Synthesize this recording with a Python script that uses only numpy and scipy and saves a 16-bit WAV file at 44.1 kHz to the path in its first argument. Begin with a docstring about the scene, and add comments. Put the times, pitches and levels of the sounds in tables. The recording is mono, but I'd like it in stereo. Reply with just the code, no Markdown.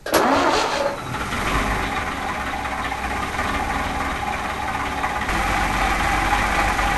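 """A solenoid clacks and a starter crashes into mesh and whines, in a small, hard-walled engine shed.
A big six-cylinder diesel catches, flares and hunts round a slow idle, heard from behind the control panel.
From 5.3 s the microphone is right beside the block: settled idle, deep hum under the knocking, belt squeaks.
Noise impacts through filters make the metal and hiss; decaying modes ring, and swept sines whine and chirp."""
import sys
import numpy as np
from scipy import signal
from scipy.fft import rfft, irfft, next_fast_len
from scipy.io import wavfile
from scipy.ndimage import uniform_filter1d

SR = 44100
rng = np.random.default_rng(int(sys.argv[2]) if len(sys.argv) > 2 else 0)


def wav_out(sig):
    """Save sig, one row per channel (or a flat mono array), as 16-bit PCM at SR to the path in sys.argv[1]."""
    wavfile.write(sys.argv[1], SR, np.round(np.clip(np.atleast_2d(sig).T, -1, 1) * 32767).astype(np.int16))


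N = 307377
TIME = np.arange(N) / SR

# Solenoid, then pinion. Each row: start in s, level in dB, time before the chatter dies in s,
# treble tilt in dB per octave.
CLACKS = [(0.059, -23.5, 0.023, -0.5), (0.123, -21, 0.054, -9.5), (0.137, -17.5, 0.017, 5.5)]
# Compression strokes while cranking. Each row: time in s, scraping in dB, thud in dB.
STROKES = [(.39, -34, -27), (0.58, -25, -28), (0.756, -30.5, -54), (.89, -52, -54), (1.01, -57, -49),
           (1.11, -37, -35)]
# Resonances of the knocking and hissing metal, with a thin whistle near 5.4 kHz.
# Each row: frequency in Hz, width in Hz, lift in dB.
BLOCK_MODES = [(1010, 61, 3.5), (1140, 79, 8.5), (1426, 100, -2.5), (1980, 92, 0), (2010, 230, 4.5),
               (2254, 81, 3), (3110, 120, 4), (3416, 91, -0.5), (5420, 20, 7.5)]
# Sharp edge of a firing. Each row: frequency in Hz, relative level in dB per Hz.
TICK = [(600, -32), (1500, -10), (2200, 0), (2700, 1), (3300, 2), (4000, -7.5), (5500, -22), (9000, -20.5),
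        (13000, -52)]

MESH_S, RELIEF_S, FREE_S = 0.1124, 0.68, 0.9  # pinion enters the ring gear, is relieved, lets go
BALANCE_DB = 4  # spread in strength among the modes of a blow, and from slap to slap


def amp(db):
    """Turns dB into a gain."""
    return np.exp(np.asarray(db) * (np.log(10) / 20))


def evened(x):
    """Scales to rms 1."""
    return x / np.sqrt(np.mean(x ** 2) + 1e-20)


def read(points, hz):
    """Reads a spectrum on a log-frequency axis."""
    f, value = np.transpose(points)
    return np.interp(np.log(hz + 1), np.log(f + 1), value)


def curves(rows):
    """One curve over time for each column after the first, which is in seconds."""
    s, *columns = np.transpose(rows)
    return [np.interp(TIME, s, c) for c in columns]


def fade_in(s, length):
    """Rises from 0 to 1, starting at s."""
    return np.clip((TIME - s) / length, 0, 1)


def held(s, rise, until, decay):
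    """Rises at s, holds, then dies away."""
    return fade_in(s, rise) * np.exp(-np.clip((TIME - until) / decay, 0, 30))


def swell(s, width):
    """A smooth hump centred on s."""
    return np.exp(-.5 * ((TIME - s) / width) ** 2)


def convolve(x, response):
    """Passes x through an impulse response."""
    x = np.atleast_2d(x + 1e-12).astype(np.float32)
    response = np.atleast_2d(response + 1e-12).astype(np.float32)
    return signal.oaconvolve(x, response, axes=1)[:, :N].astype(float)


def wobble(size, channels=1):
    """Smoothed noise, averaged over size samples; rms 1."""
    return evened(uniform_filter1d(rng.standard_normal((channels, N)), size=size))


def waver(size):
    """Two unrelated wobbles that turn about every size samples; rms 1."""
    steps = np.arange(0, N + size, size)
    targets = rng.standard_normal((2, len(steps)))
    return evened(np.array([np.interp(TIME, steps / SR, row) for row in targets]))


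def grit(grain_db=0):
    """Two noises made of tiny impacts whose sizes spread by grain_db."""
    sizes = np.repeat(amp(grain_db * rng.standard_normal(N // 32 + 1)), 32)[:N]
    return evened(rng.standard_normal((2, N), dtype=np.float32) * sizes)


def lift(modes, hz):
    """dB that a set of resonances adds at a frequency."""
    return sum(db / (1 + (2 * (hz - f) / width) ** 2) for f, width, db in modes)


def colour(x, spectrum, modes=()):
    """Causal filter: a broad spectrum with narrow resonances standing on it; rms 1."""
    hz = abs(np.fft.fftfreq(8192, 1 / SR))
    db = read(spectrum, hz) + lift(modes, hz)
    # minimum phase: the response starts at once and never rings ahead of a blow
    response = np.fft.ifft(np.exp(np.conj(signal.hilbert(np.log(amp(db)))))).real
    return evened(convolve(x, response[:len(hz) // 2]))


def ring(x, modes):
    """Drives a set of modes that die faster the wider they are; rms 1."""
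    t = TIME[:SR // 2]
    response = 0
    for hz, width, db in modes:
        dying = np.exp(-np.pi * width * t)
        response = response + amp(db) * np.sqrt(width) * dying * np.sin(2 * np.pi * hz * t)
    return evened(convolve(x, response))


def sing(modes):
    """Modes kept ringing at an even strength, each wandering in pitch in scale with its width; rms 1."""
    out = np.zeros((2, N))
    for hz, width, db in modes:
        pitch = hz + .5 * width * waver(size=400)
        out += amp(db) * np.sin(2 * np.pi * np.cumsum(pitch, axis=1) / SR)
    return evened(out)


def blows(times, db, rise, decay):
    """Envelope of a series of blows, each swelling and dying; rms 1."""
    train, t = np.zeros(N), TIME[:SR // 3]
    np.add.at(train, np.clip(np.round(times * SR).astype(int), 0, N - 1), amp(db))
    return evened(convolve(train, (1 - np.exp(-t / rise)) * np.exp(-t / decay))[0])


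def shed(x, wet_db):
    """Adds the dense, short echo of the walls: noise that dies at its own rate in each band."""
    # Echo of the shed. Each row: frequency in Hz, time to fall by 60 dB in s.
    echo_times = [(60, 0.22), (300, 0.47), (1000, 0.38), (4000, 0.17), (12000, 0.021)]
    hz, t, z = signal.stft(rng.standard_normal((2, SR // 2)), SR, nperseg=256)
    tail = signal.istft(z * amp(-60 * t / read(echo_times, hz)[:, None]), SR)[1]
    echo = convolve(x, tail / np.linalg.norm(tail[0]))
    return (x + amp(wet_db) * echo) / np.hypot(1, amp(wet_db))


def background():
    """The steady noise floor of the shed: filtered noise, weighted to the bass."""
    # Noise floor. Each row: frequency in Hz, relative level in dB per Hz.
    floor_spectrum = [(20, -4), (50, 1), (150, -8.5), (300, -17), (800, -16), (3000, -28.5), (12000, -34)]
    return amp(-44) * colour(grit(), floor_spectrum)


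def belt(length=0.05, start_hz=770, end_hz=830, tremble=0.025, squeak_db=-14.5, wet_db=-5):
    """About once an engine cycle at idle the belt squeaks: a short, unsteady tone that slides upward."""
    first_s, period_s = 5.518, .2615
    progress = (np.maximum(TIME - first_s, 0) % period_s / length).clip(0, 1)
    hz = (start_hz + (end_hz - start_hz) * progress) * (1 + tremble * wobble(250)[0])
    tone = np.sqrt(2) * np.sin(2 * np.pi * np.cumsum(hz) / SR)
    return shed(amp(squeak_db) * np.sin(np.pi * progress) * tone, wet_db)


def coasting(width=.016, tremble=.016, wet_db=-7):
    """The overrunning pinion chirps thinly, drifting lower, as it runs down: trembling sines in humps."""
    # Pinion chirps. Each row: centre in s, pitch in Hz, level in dB.
    chirps = [(.745, 4130, -35), (.875, 4230, -36), (.905, 4170, -40), (.985, 3930, -38), (1.07, 3880, -39),
              (1.145, 3900, -39), (1.21, 3830, -45)]
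    hz = curves(chirps)[0] * (1 + tremble * wobble(100, channels=2))
    turns = np.cumsum(hz, axis=1) / SR
    level = sum(amp(db) * swell(s, width) for s, _, db in chirps)
    return shed(level * np.sin(2 * np.pi * turns), wet_db)


def ratchet(width=0.016, wet_db=-6):
    """With the load off, the loose pinion rattles against the teeth in short bursts of ringing grit."""
    # Bursts of rattle. Each row: centre in s, level in dB.
    bursts = [(.665, -47), (.74, -22.5), (.82, -28), (.885, -26.5)]
    # What the loose pinion rattles with. Each row: frequency in Hz, width in Hz, level in dB.
    rattle_modes = [(578, 26, 7), (860, 23, 10), (1050, 57, -5), (1240, 120, -7), (1620, 90, 9)]
    level = sum(amp(db) * swell(s, width) for s, db in bursts)
    return shed(level * ring(grit(grain_db=2), rattle_modes), wet_db)


def flywheel(rubbed_db=-33, rubbed_decay=0.05, strike_rise=0.0042, strike_decay=0.039):
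    """The ring gear sings while the pinion rubs it, and rings out when struck."""
    # The pinion strikes going in and coming out. Each row: start in s, level in dB.
    strikes = [(.145, -16.5), (.8, -19), (.854, -20)]
    # Modes of the ring gear. Each row: frequency in Hz, width in Hz, level in dB.
    ring_gear_modes = [(567, 26, 5.5), (843, 28, -10), (1220, 40, -6.5), (1630, 57, -10)]
    level = amp(rubbed_db) * held(CLACKS[0][0], 0.043, FREE_S, rubbed_decay)
    level = level + sum(amp(db) * held(s, strike_rise, s + strike_rise, strike_decay) for s, db in strikes)
    return level * sing(ring_gear_modes)


def solenoid(wet_db=-4, rattle_decay=0.024):
    """Steel slams on steel and chatters for a moment: short bursts of filtered grit."""
    # Steel on steel. Each row: frequency in Hz, relative level in dB per Hz.
    clack_spectrum = [(120, -29.5), (300, -1.5), (550, 10), (1100, -1), (1620, 9.5), (2000, -11),
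                      (3000, -6), (5500, -9), (7500, -20), (11500, -11), (12800, -57)]
    out = np.zeros((2, N))
    for s, db, length, tilt_db in CLACKS:
        chatter = held(s, 0.0027, s + length, rattle_decay)
        spectrum = [(f, level + tilt_db * np.log2(f / 1000)) for f, level in clack_spectrum]
        burst = colour(grit(grain_db=-2.5) * chatter, spectrum)
        out += amp(db) * np.sqrt(np.mean(chatter ** 2)) * burst
    return shed(out, wet_db)


def gear_whine(mesh_hz, teeth, whine_db=-18.0, rise=0.14, limp=0.23, wet_db=-5):
    """Tooth mesh sounds eight wavering harmonics through the starter housing, which rings on after them."""
    # How strongly the housing radiates each harmonic of the mesh. Each row: frequency in Hz, level in dB.
    radiation = [(150, -12), (200, -6), (240, -2), (290, -1), (360, -2), (460, -3), (580, -.5), (720, 2),
                 (840, 5.5), (930, -2), (1070, 3), (1170, 3), (1260, 0), (1380, -1), (1480, -9), (1820, -7),
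                 (2300, -22)]
    # The housing rings on as the whine sweeps past. Each row: frequency in Hz, width in Hz, level in dB.
    housing_modes = [(283.8, 7, 0)]
    end_s, decay_s = .622, .014  # the whine stops as the load comes off
    flicker_db, slip = 2.5, .04  # waver of each harmonic in level and in phase (turns, growing with order)
    harmonics = []
    for k in range(1, 9):
        level = amp(read(radiation, k * mesh_hz)) * amp(flicker_db * waver(size=300))
        phase = k * teeth + rng.random((2, 1)) + slip * np.sqrt(k - 1) * waver(size=200)
        harmonics.append(level * np.cos(2 * np.pi * phase))
    # every other tooth bites harder
    whine = harmonics[0] + sum(harmonics[1:]) * (1 + limp * np.cos(np.pi * teeth))
    whine = amp(whine_db) * evened(whine) * held(MESH_S, rise, end_s, decay_s)
    housing = amp(-15) * np.sqrt(np.mean(whine ** 2)) * ring(whine, housing_modes)
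    return shed(whine + housing, wet_db)


def starter(crash_db=3, crash_hold=0.053, crash_decay=0.014, grind_db=-21.5, grind_rise=0.04,
            scrape_db=-36.5, stroke_width=0.043, flutter=0.0078, wet_db=-5):
    """Pinion teeth whine, grind and scrape on the ring gear at an uneven speed set by the cranking load."""
    # Starter gear mesh. Each row: time in s, teeth meeting per second in Hz.
    mesh = [(.13, 150), (.2, 190), (.25, 238), (.3, 268), (.34, 296), (.38, 354), (.415, 363), (.445, 350),
            (.475, 304), (.5, 288), (.52, 305), (.548, 412), (.59, 460), (.61, 462), (.632, 416),
            (.665, 400), (.72, 310)]
    # Grinding teeth. Each row: frequency in Hz, relative level in dB per Hz.
    grind_spectrum = [(60, -14), (170, -10), (280, -4), (560, 3.5), (900, 4), (1300, 1), (1800, -8.5),
                      (2600, -12), (5000, -33)]
    # Scraping teeth. Each row: frequency in Hz, relative level in dB per Hz.
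    scrape_spectrum = [(1200, -33), (2500, 4), (4200, 3.5), (6000, -6), (7200, -8.5), (11500, -15.5),
                       (12600, -73)]
    # What the scraping teeth ring. Each row: frequency in Hz, width in Hz, lift in dB.
    scrape_modes = [(1810, 60, 6), (3130, 90, 2), (3315, 60, 4), (4085, 90, 2.5), (5040, 50, 4),
                    (5900, 160, 3)]
    grind_decay_s, scrape_decay_s = .4, .14  # both ease off once the pinion is relieved
    mesh_hz, = curves(mesh)
    teeth = np.cumsum(mesh_hz * (1 + flutter * wobble(200)[0])) / SR

    # each tooth strikes as it enters, some harder than others, and rubs between bites
    bite = amp(4 * rng.standard_normal(N).clip(-2, 2))[teeth.astype(int)]
    contact = .2 + bite * np.exp(-(teeth % 1) / .14)  # the bite dies in a fraction of a tooth
    # the teeth meet hardest at first
    crash = 1 + amp(crash_db) * held(MESH_S, grind_rise, MESH_S + crash_hold, crash_decay)
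    grind = amp(grind_db) * crash * held(MESH_S, grind_rise, RELIEF_S, grind_decay_s)
    scrape = amp(scrape_db) * held(MESH_S, grind_rise, RELIEF_S, scrape_decay_s)
    scrape = scrape + sum(amp(db) * swell(s, stroke_width) for s, db, _ in STROKES)
    noise = grind * shed(colour(grit() * contact, grind_spectrum), wet_db)
    noise += scrape * shed(colour(grit() * np.sqrt(contact), scrape_spectrum, scrape_modes), wet_db)
    # the noise dies once the pinion is free
    return gear_whine(mesh_hz, teeth) + noise * held(MESH_S, grind_rise / 2, FREE_S, .09)


def cranking(thud_lead=0.032, thud_rise=0.0052, thud_decay=0.029, clank_rise=0.0057, clank_decay=.024,
             crack_decay=0.023, cough_decay=0.02, wet_db=-6):
    """Compression strokes thud through the frame, and the first firings cough, clank and crack."""
    # First firings, growing unevenly. Each row: start in s, clank in dB, crack in dB, thud in dB.
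    first_firings = [(0.977, -23, -42, -40), (1.015, -28, -51, -33), (1.058, -26, -45, -34),
                     (1.088, -25, -47, -28), (1.113, -39, -52, -24.5), (1.135, -18, -32.5, -34),
                     (1.203, -20.5, -32, -41), (1.271, -24.5, -38, -33), (1.32, -20.5, -25, -31),
                     (1.388, -24, -38, -29), (1.468, -26, -24.5, -30), (1.546, -33, -31, -23)]
    # What the frame thuds with. Each row: frequency in Hz, width in Hz, level in dB.
    frame_modes = [(59.3, 46, 14), (129, 38, -1)]
    # What the first firings clank with. Each row: frequency in Hz, width in Hz, level in dB.
    clank_modes = [(550, 180, -18), (874, 45, 5), (1180, 64, 5), (1335, 69, 5)]
    # What they thud with. Each row: frequency in Hz, width in Hz, level in dB.
    cough_modes = [(125, 23, 0)]
    thuds = clanks = cracks = coughs = 0
    for s, _, db in STROKES:
        start = s - thud_lead
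        thuds = thuds + amp(db) * held(start, thud_rise, start + thud_rise, thud_decay)
    for s, clank_db, crack_db, thud_db in first_firings:
        clanks = np.hypot(clanks, amp(clank_db) * held(s, clank_rise, s + clank_rise, clank_decay))
        cracks = np.hypot(cracks, amp(crack_db) * held(s, clank_rise, s + clank_rise, crack_decay))
        coughs = np.hypot(coughs, amp(thud_db) * held(s, thud_rise, s + thud_rise, cough_decay))
    metal = clanks * ring(grit(), clank_modes)
    metal += cracks * colour(grit(grain_db=2.5), TICK, BLOCK_MODES)
    return shed(thuds * ring(grit(), frame_modes) + metal, wet_db) + coughs * sing(cough_modes)


def exhaust_pipe(times, halfway, strength, intake_db=-2, turbulence=3, puff_spread_db=1.6):
    """Exhaust and intake each puff once a firing into the silencer, which booms on between puffs."""
    # Puffs. Each row: frequency in Hz, relative level in dB per Hz.
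    exhaust_spectrum = [(15, -38.5), (30, -10), (44, 1), (58, 10), (78, -1.5), (100, -11.5), (150, -51),
                        (400, -62)]
    # Boom of the silencer. Each row: frequency in Hz, width in Hz, lift in dB.
    silencer_modes = [(59.7, 19, 5.5), (84.3, 10, 8)]
    sizes = np.r_[strength - strength.mean(), np.full(len(halfway), intake_db)]
    sizes = sizes + puff_spread_db * rng.standard_normal(len(sizes))
    puffs = blows(np.r_[times, halfway], sizes, rise=0.001, decay=0.0057)
    return colour(puffs - puffs.mean() + turbulence * puffs * grit(), exhaust_spectrum, silencer_modes)


def knocks(times, db, rise, detune=.025):
    """Each blow rings the block's modes with a balance and tuning of its own; rms 1."""
    # What a combustion knock rings in the block. Each row: frequency in Hz, width in Hz, level in dB.
    knock_modes = [(1020, 26, 3), (1080, 27, -1), (1160, 30, 2), (1253, 28, 0.5), (1366, 28, -5.5),
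                   (1467, 26, 0), (1597, 22, -7.5), (1821, 42, -2), (1925, 35, -1), (2017, 33, -3),
                   (2262, 26, -7.5), (2370, 38, -3), (3090, 36, -21), (3310, 43, -18)]
    t = TIME[:SR // 20].astype(np.float32)
    out = np.zeros((2, N + SR))
    hz, width, level = np.transpose(knock_modes)[:, :, None]
    dying = np.float32(amp(level) * np.exp(-np.pi * width * t) * (1 - np.exp(-t / rise)))
    for s, size_db in zip(times, db):
        louder, sharper = rng.standard_normal((2, len(hz), 1)).clip(-2, 2)
        phase = np.float32(2 * np.pi * rng.random((2, len(hz), 1)))
        tones = np.sin(np.float32(2 * np.pi * hz * (1 + detune * sharper)) * t + phase)
        balance = np.float32(evened(amp(BALANCE_DB * louder)))
        out[:, round(s * SR):][:, :len(t)] += amp(size_db) * (balance * dying * tones).sum(1)
    return evened(out[:, :N])


def effort(speed, governor_lag=0.49):
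    """Gain of each engine part: it follows the speed and the fuel burnt to gain speed."""
    # Knock, cover ring, exhaust, casing rumble, gear hiss. Each row: dB per doubling of speed, dB on full fuel.
    growth = [(0, 2), (-8.5, -4), (10, 2), (8.5, 3), (6.5, 5)]
    idle_rate = 18  # firings per s at which speed alone changes no level
    full_surge = 27  # gain in firings per s, each second, on full fuel
    rate, = curves(speed)
    surge = uniform_filter1d(np.gradient(rate, TIME), max(int(governor_lag * SR), 1))
    fuel = surge / full_surge
    return [amp(speed_db * np.log2(rate / idle_rate) + fuel_db * fuel) for speed_db, fuel_db in growth]


def engine(speed, cylinders, knock_db, knock_lead, knock_rise, knock_decay, ring_db, ring_rise, puff_db,
           hum_db, casing_db, gear_db, pump_lead, slap_db, pipe_db, clank_db, tick_db, wet_db,
           uneven_db=0.9, rock_delay=0.013, rock_db=-4, pump_share=0.18):
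    """Every firing knocks the block, shakes the cover and casing, and sends a puff down the exhaust."""
    # Spectra of knock, casing, gears and liner. Each row: frequency in Hz, relative level in dB per Hz.
    knock_spectrum, casing_spectrum = [(150, -14), (400, -15.5), (680, 5), (920, -17.5), (1100, -3),
                                       (1600, 1), (2000, -6), (2450, -5.5), (2900, -16), (4000, -21.5),
                                       (5500, -24), (9000, -28), (13000, -61)], [(50, -2.5), (100, 1), (160, 0.5), (260, 2),
                                                      (340, -1.5), (470, -4), (650, -9.5), (920, -2.5),
                                                      (1150, -1.5), (2500, -30.5)]
    gear_spectrum, liner_spectrum = [(500, -6.5), (1200, 0), (2400, 10), (3200, 2.5), (4200, -1.5),
                                     (5100, 1), (6400, -2), (7500, -4), (9500, -1), (11500, -0.5),
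                                     (12600, -66)], [(300, -45), (600, -32), (920, -12), (1030, -7.5),
                                                    (1400, -10), (2200, -23), (5000, -51)]
    # Resonances of the casing and of a cylinder liner. Each row: frequency in Hz, width in Hz, lift in dB.
    casing_modes, liner_modes = [(275, 13, 6), (328, 20, 3), (377, 56, 4)], [(1030, 53, 4.5), (1180, 96, 12.4), (1440, 36, 3),
                                                       (1484, 61, 4.8)]
    # A loose sheet cover, and thin steel pipes. Each row: frequency in Hz, width in Hz, level in dB.
    cover_modes, pipe_modes = [(845, 36, 7), (810, 39, 7), (765, 44, 7)], [(3750, 80, 5), (3460, 630, 19), (3160, 83, 2)]
    # Level over time of the cover's ring and of the exhaust's boom. Each row: time in s, level in dB.
    cover_level, boom_level = [(1.1, -6), (1.6, -0.5), (2.2, -3.5), (2.9, -1.5), (3.4, 1.5), (4.4, 0.5),
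                               (5.2, 1.5)], [(1.1, -6), (1.55, 3.5), (1.75, -1), (2.2, 1), (2.8, -1),
                                                    (3.3, 4), (3.9, 4), (4.4, 2.5), (5.3, 1)]

    # the crank's position, counted in firings
    firings = np.cumsum(curves(speed)[0] * (TIME >= speed[0][0])) / SR
    number = np.arange(int(firings[-1]) + 1)
    times = TIME[np.searchsorted(firings, number + 1e-9)]
    halfway = np.interp(number + .5, firings, TIME)
    strength, shake, rebound, clank, tick = np.array(cylinders)[number % len(cylinders)].T
    chance = rng.standard_normal((len(number), 5)).T
    # rms 1 is taken over the whole length, so allow for the share of it in which the engine runs
    running = np.sqrt(np.mean(firings > 0))
    gains = effort(speed)
    knock, cover, exhaust, casing, gears = (gain * running for gain in gains)

    # each knock is double: the fuel ignites, then the piston rocks against its liner
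    ignition = times - knock_lead + 0.00129 * chance[0]
    size = strength + uneven_db * chance[1]
    hits, sizes = np.r_[ignition, ignition + rock_delay], np.r_[size, size + rock_db]
    bang = blows(hits, sizes, knock_rise, knock_decay)
    # pistons and valves slap between the firings
    slap = amp(slap_db) * blows(halfway, 5.2 * chance[2], rise=0.0058, decay=.018)
    strike = np.hypot(bang, slap)
    caught = amp(-8 * (1 - fade_in(1.295, 0.075)))  # the first firings burn weakly
    # slaps ring the block more weakly: slap_db, and 5 dB below that
    slap_sizes = strength.mean() + slap_db - 5 + BALANCE_DB * chance[2]
    rung = knocks(np.r_[hits, halfway], np.r_[sizes, slap_sizes], rise=0.0037)
    gritty = colour(grit(grain_db=3.5) * strike, knock_spectrum, BLOCK_MODES)
    out = amp(knock_db) * knock * caught * (amp(-2.5) * rung + amp(-3) * gritty)
    # the casing rumbles on, a little louder at each blow
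    rumble = colour(grit(grain_db=-0.5) * (strike + 8.0), casing_spectrum, casing_modes)
    out += amp(casing_db) * casing * rumble

    # each cylinder has its own voice: some clank dully in the block, others tick brightly
    clanks = blows(ignition, clank, rise=0.0076, decay=0.012)
    dull = colour(grit(grain_db=2) * clanks, liner_spectrum, liner_modes)
    out += amp(clank_db) * knock * caught * dull
    ticks = blows(ignition, tick + uneven_db * chance[3], rise=.003, decay=0.025)
    bright = colour(grit(grain_db=2.5) * ticks, TICK, BLOCK_MODES)
    out += amp(tick_db) * knock * caught * bright
    # the pipes chirp fitfully
    chirps = blows(halfway, 3 * chance[4], rise=.01, decay=0.027)
    out += amp(pipe_db) * caught * ring(grit() * chirps, pipe_modes)
    out = shed(out, wet_db)

    # the cover sings with a wandering pitch, shaken by each firing and again as it rebounds
    shakes = np.r_[shake + uneven_db * chance[3], rebound + uneven_db * chance[2]]
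    shaken = blows(np.r_[times, halfway], shakes, ring_rise, decay=.014)
    out += amp(ring_db + curves(cover_level)[0]) * cover * sing(cover_modes) * shaken
    # the gears hiss harder as they drive the fuel pump, just ahead of each firing
    pump = blows(times - pump_lead, size, rise=0.004, decay=0.015)
    hiss = colour(grit(grain_db=0.5) * (1 + pump_share * pump), gear_spectrum, BLOCK_MODES)
    out += amp(gear_db) * gears * hiss
    out += amp(puff_db + curves(boom_level)[0]) * exhaust * exhaust_pipe(times, halfway, strength)
    # the shed booms at twice the firing rate
    hum = np.sqrt(2) * np.cos(4 * np.pi * (firings - .2)) * (firings > 0)
    return out + amp(hum_db) * gains[2] * hum


def ports(x):
    """Two microphone ports: alike in the bass, mostly unrelated in the middle, the left one leading."""
    # Likeness of the ports. Each row: frequency in Hz, likeness from 0 to 1.
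    likeness = [(60, .99), (125, .9), (250, .7), (500, .4), (1000, .5), (2000, .3), (4000, .35),
                (6000, .45), (8000, .82), (11500, .95)]
    # Lean to the left. Each row: frequency in Hz, left over right in dB.
    left_lean = [(100, 1.5), (260, -2.5), (450, 1.5), (700, 1.5), (1100, 2.5), (1800, 1), (2900, 4.5),
                 (4700, 6), (6500, 10), (8000, 3), (12000, -2)]
    # Lead of the left port. Each row: frequency in Hz, phase lead in radians.
    left_lead = [(0, 0), (260, .15), (700, 2), (1210, 3.6), (1640, 4.5), (3880, 11.9), (5430, 15.7),
                 (6030, 19.3), (8350, 20.6), (9730, 15.8), (10600, 15.6), (11600, 12.8), (12600, 12.4)]
    size = next_fast_len(N + SR // 10)
    hz = np.fft.rfftfreq(size, 1 / SR)
    a, b = rfft(x, size)
    same = np.clip(read(likeness, hz), 0, 1)
    right = same * a + 1j * np.sqrt(1 - same ** 2) * b
    right = right * np.exp(-1j * np.interp(hz, *np.transpose(left_lead)))
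    lean = amp(read(left_lean, hz) / 2)  # half the dB to each side
    return irfft(np.array([a * lean, right / lean]), size)[:, :N]


def scene():
    """The starter and first idle behind the panel, then the settled idle beside the block."""
    # Engine speed behind the panel, then beside the block. Each row: time in s, firings per s.
    speed_panel, speed_block = [(1.136, 14.24), (1.3, 18.29), (1.55, 24.75), (1.8, 24.49), (2.05, 19.17),
                                (2.3, 17.25), (2.55, 16.04), (2.8, 15.12), (3.05, 15.77), (3.3, 18.08),
                                (3.55, 19.96), (3.8, 19.72), (4.05, 18.92), (4.3, 17.71), (4.6, 16.69),
                                (4.9, 16.77), (5.28, 16.91)], [(5.26, 22.98), (7, 22.98)]
    # Cylinders in firing order, at each place. Each row: knock, cover ring, cover rebound, block clank
    # and injector tick, all in dB.
    cylinders_panel, cylinders_block = [(8, 3.5, -17, 3, -17), (6.5, 3.5, -2, -9, 8.5),
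                                        (6.5, -2.5, -3.5, 4.5, -14), (7, -1.5, -10.5, -7, 14.5),
                                        (3.5, 3, -1, -6, -3), (5.5, 2, 0, -17, -20)], [(0.72, 1, 3, -3, 2),
                                                                 (0.67, -22, 8, 5.5, 5),
                                                                 (0.7, 5.5, 1, -13, 0),
                                                                 (-0.44, 10, -2, 1, -3.5),
                                                                 (-0.021, 10.5, 0.5, -16, -10.5),
                                                                 (0.52, 8.5, 0, 7, 4)]
    panel = engine(
        speed_panel, cylinders_panel,
        knock_db=-26.5, knock_lead=0.0071, knock_rise=0.0054, knock_decay=0.017,
        ring_db=-26.0, ring_rise=0.021, puff_db=-37.0, hum_db=-75, casing_db=-32.5,
        gear_db=-36.5, pump_lead=0.01, slap_db=-12.0, pipe_db=-43.0,
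        clank_db=-33, tick_db=-43, wet_db=-5.0)
    block = engine(
        speed_block, cylinders_block,
        knock_db=-21.0, knock_lead=0.001653, knock_rise=0.017, knock_decay=0.013,
        ring_db=-22.5, ring_rise=0.018, puff_db=-31, hum_db=-32.0, casing_db=-27.5,
        gear_db=-29.5, pump_lead=0.014, slap_db=0, pipe_db=-46.0,
        clank_db=-28.5, tick_db=-35.5, wet_db=-10.0)
    start = solenoid() + starter() + ratchet() + flywheel() + cranking() + coasting()
    behind_panel = start + panel * fade_in(0.7, 0.06)
    beside = fade_in(5.27, 0.023)  # a quick crossfade to the place beside the block
    return ports((1 - beside) * behind_panel + beside * (block + belt()) + background())


def record(dry):
    """The loudest peaks are rounded off; then the recorder's band limit at 12.5 kHz."""
    rounded = dry / (1 + (dry / .9) ** 6) ** (1 / 6)
    band_limit = signal.firwin(255, 12500, window=("kaiser", 8), fs=SR)
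    return signal.oaconvolve(rounded, band_limit[None], "same")


dry = scene()
out = record(dry)
wav_out(out)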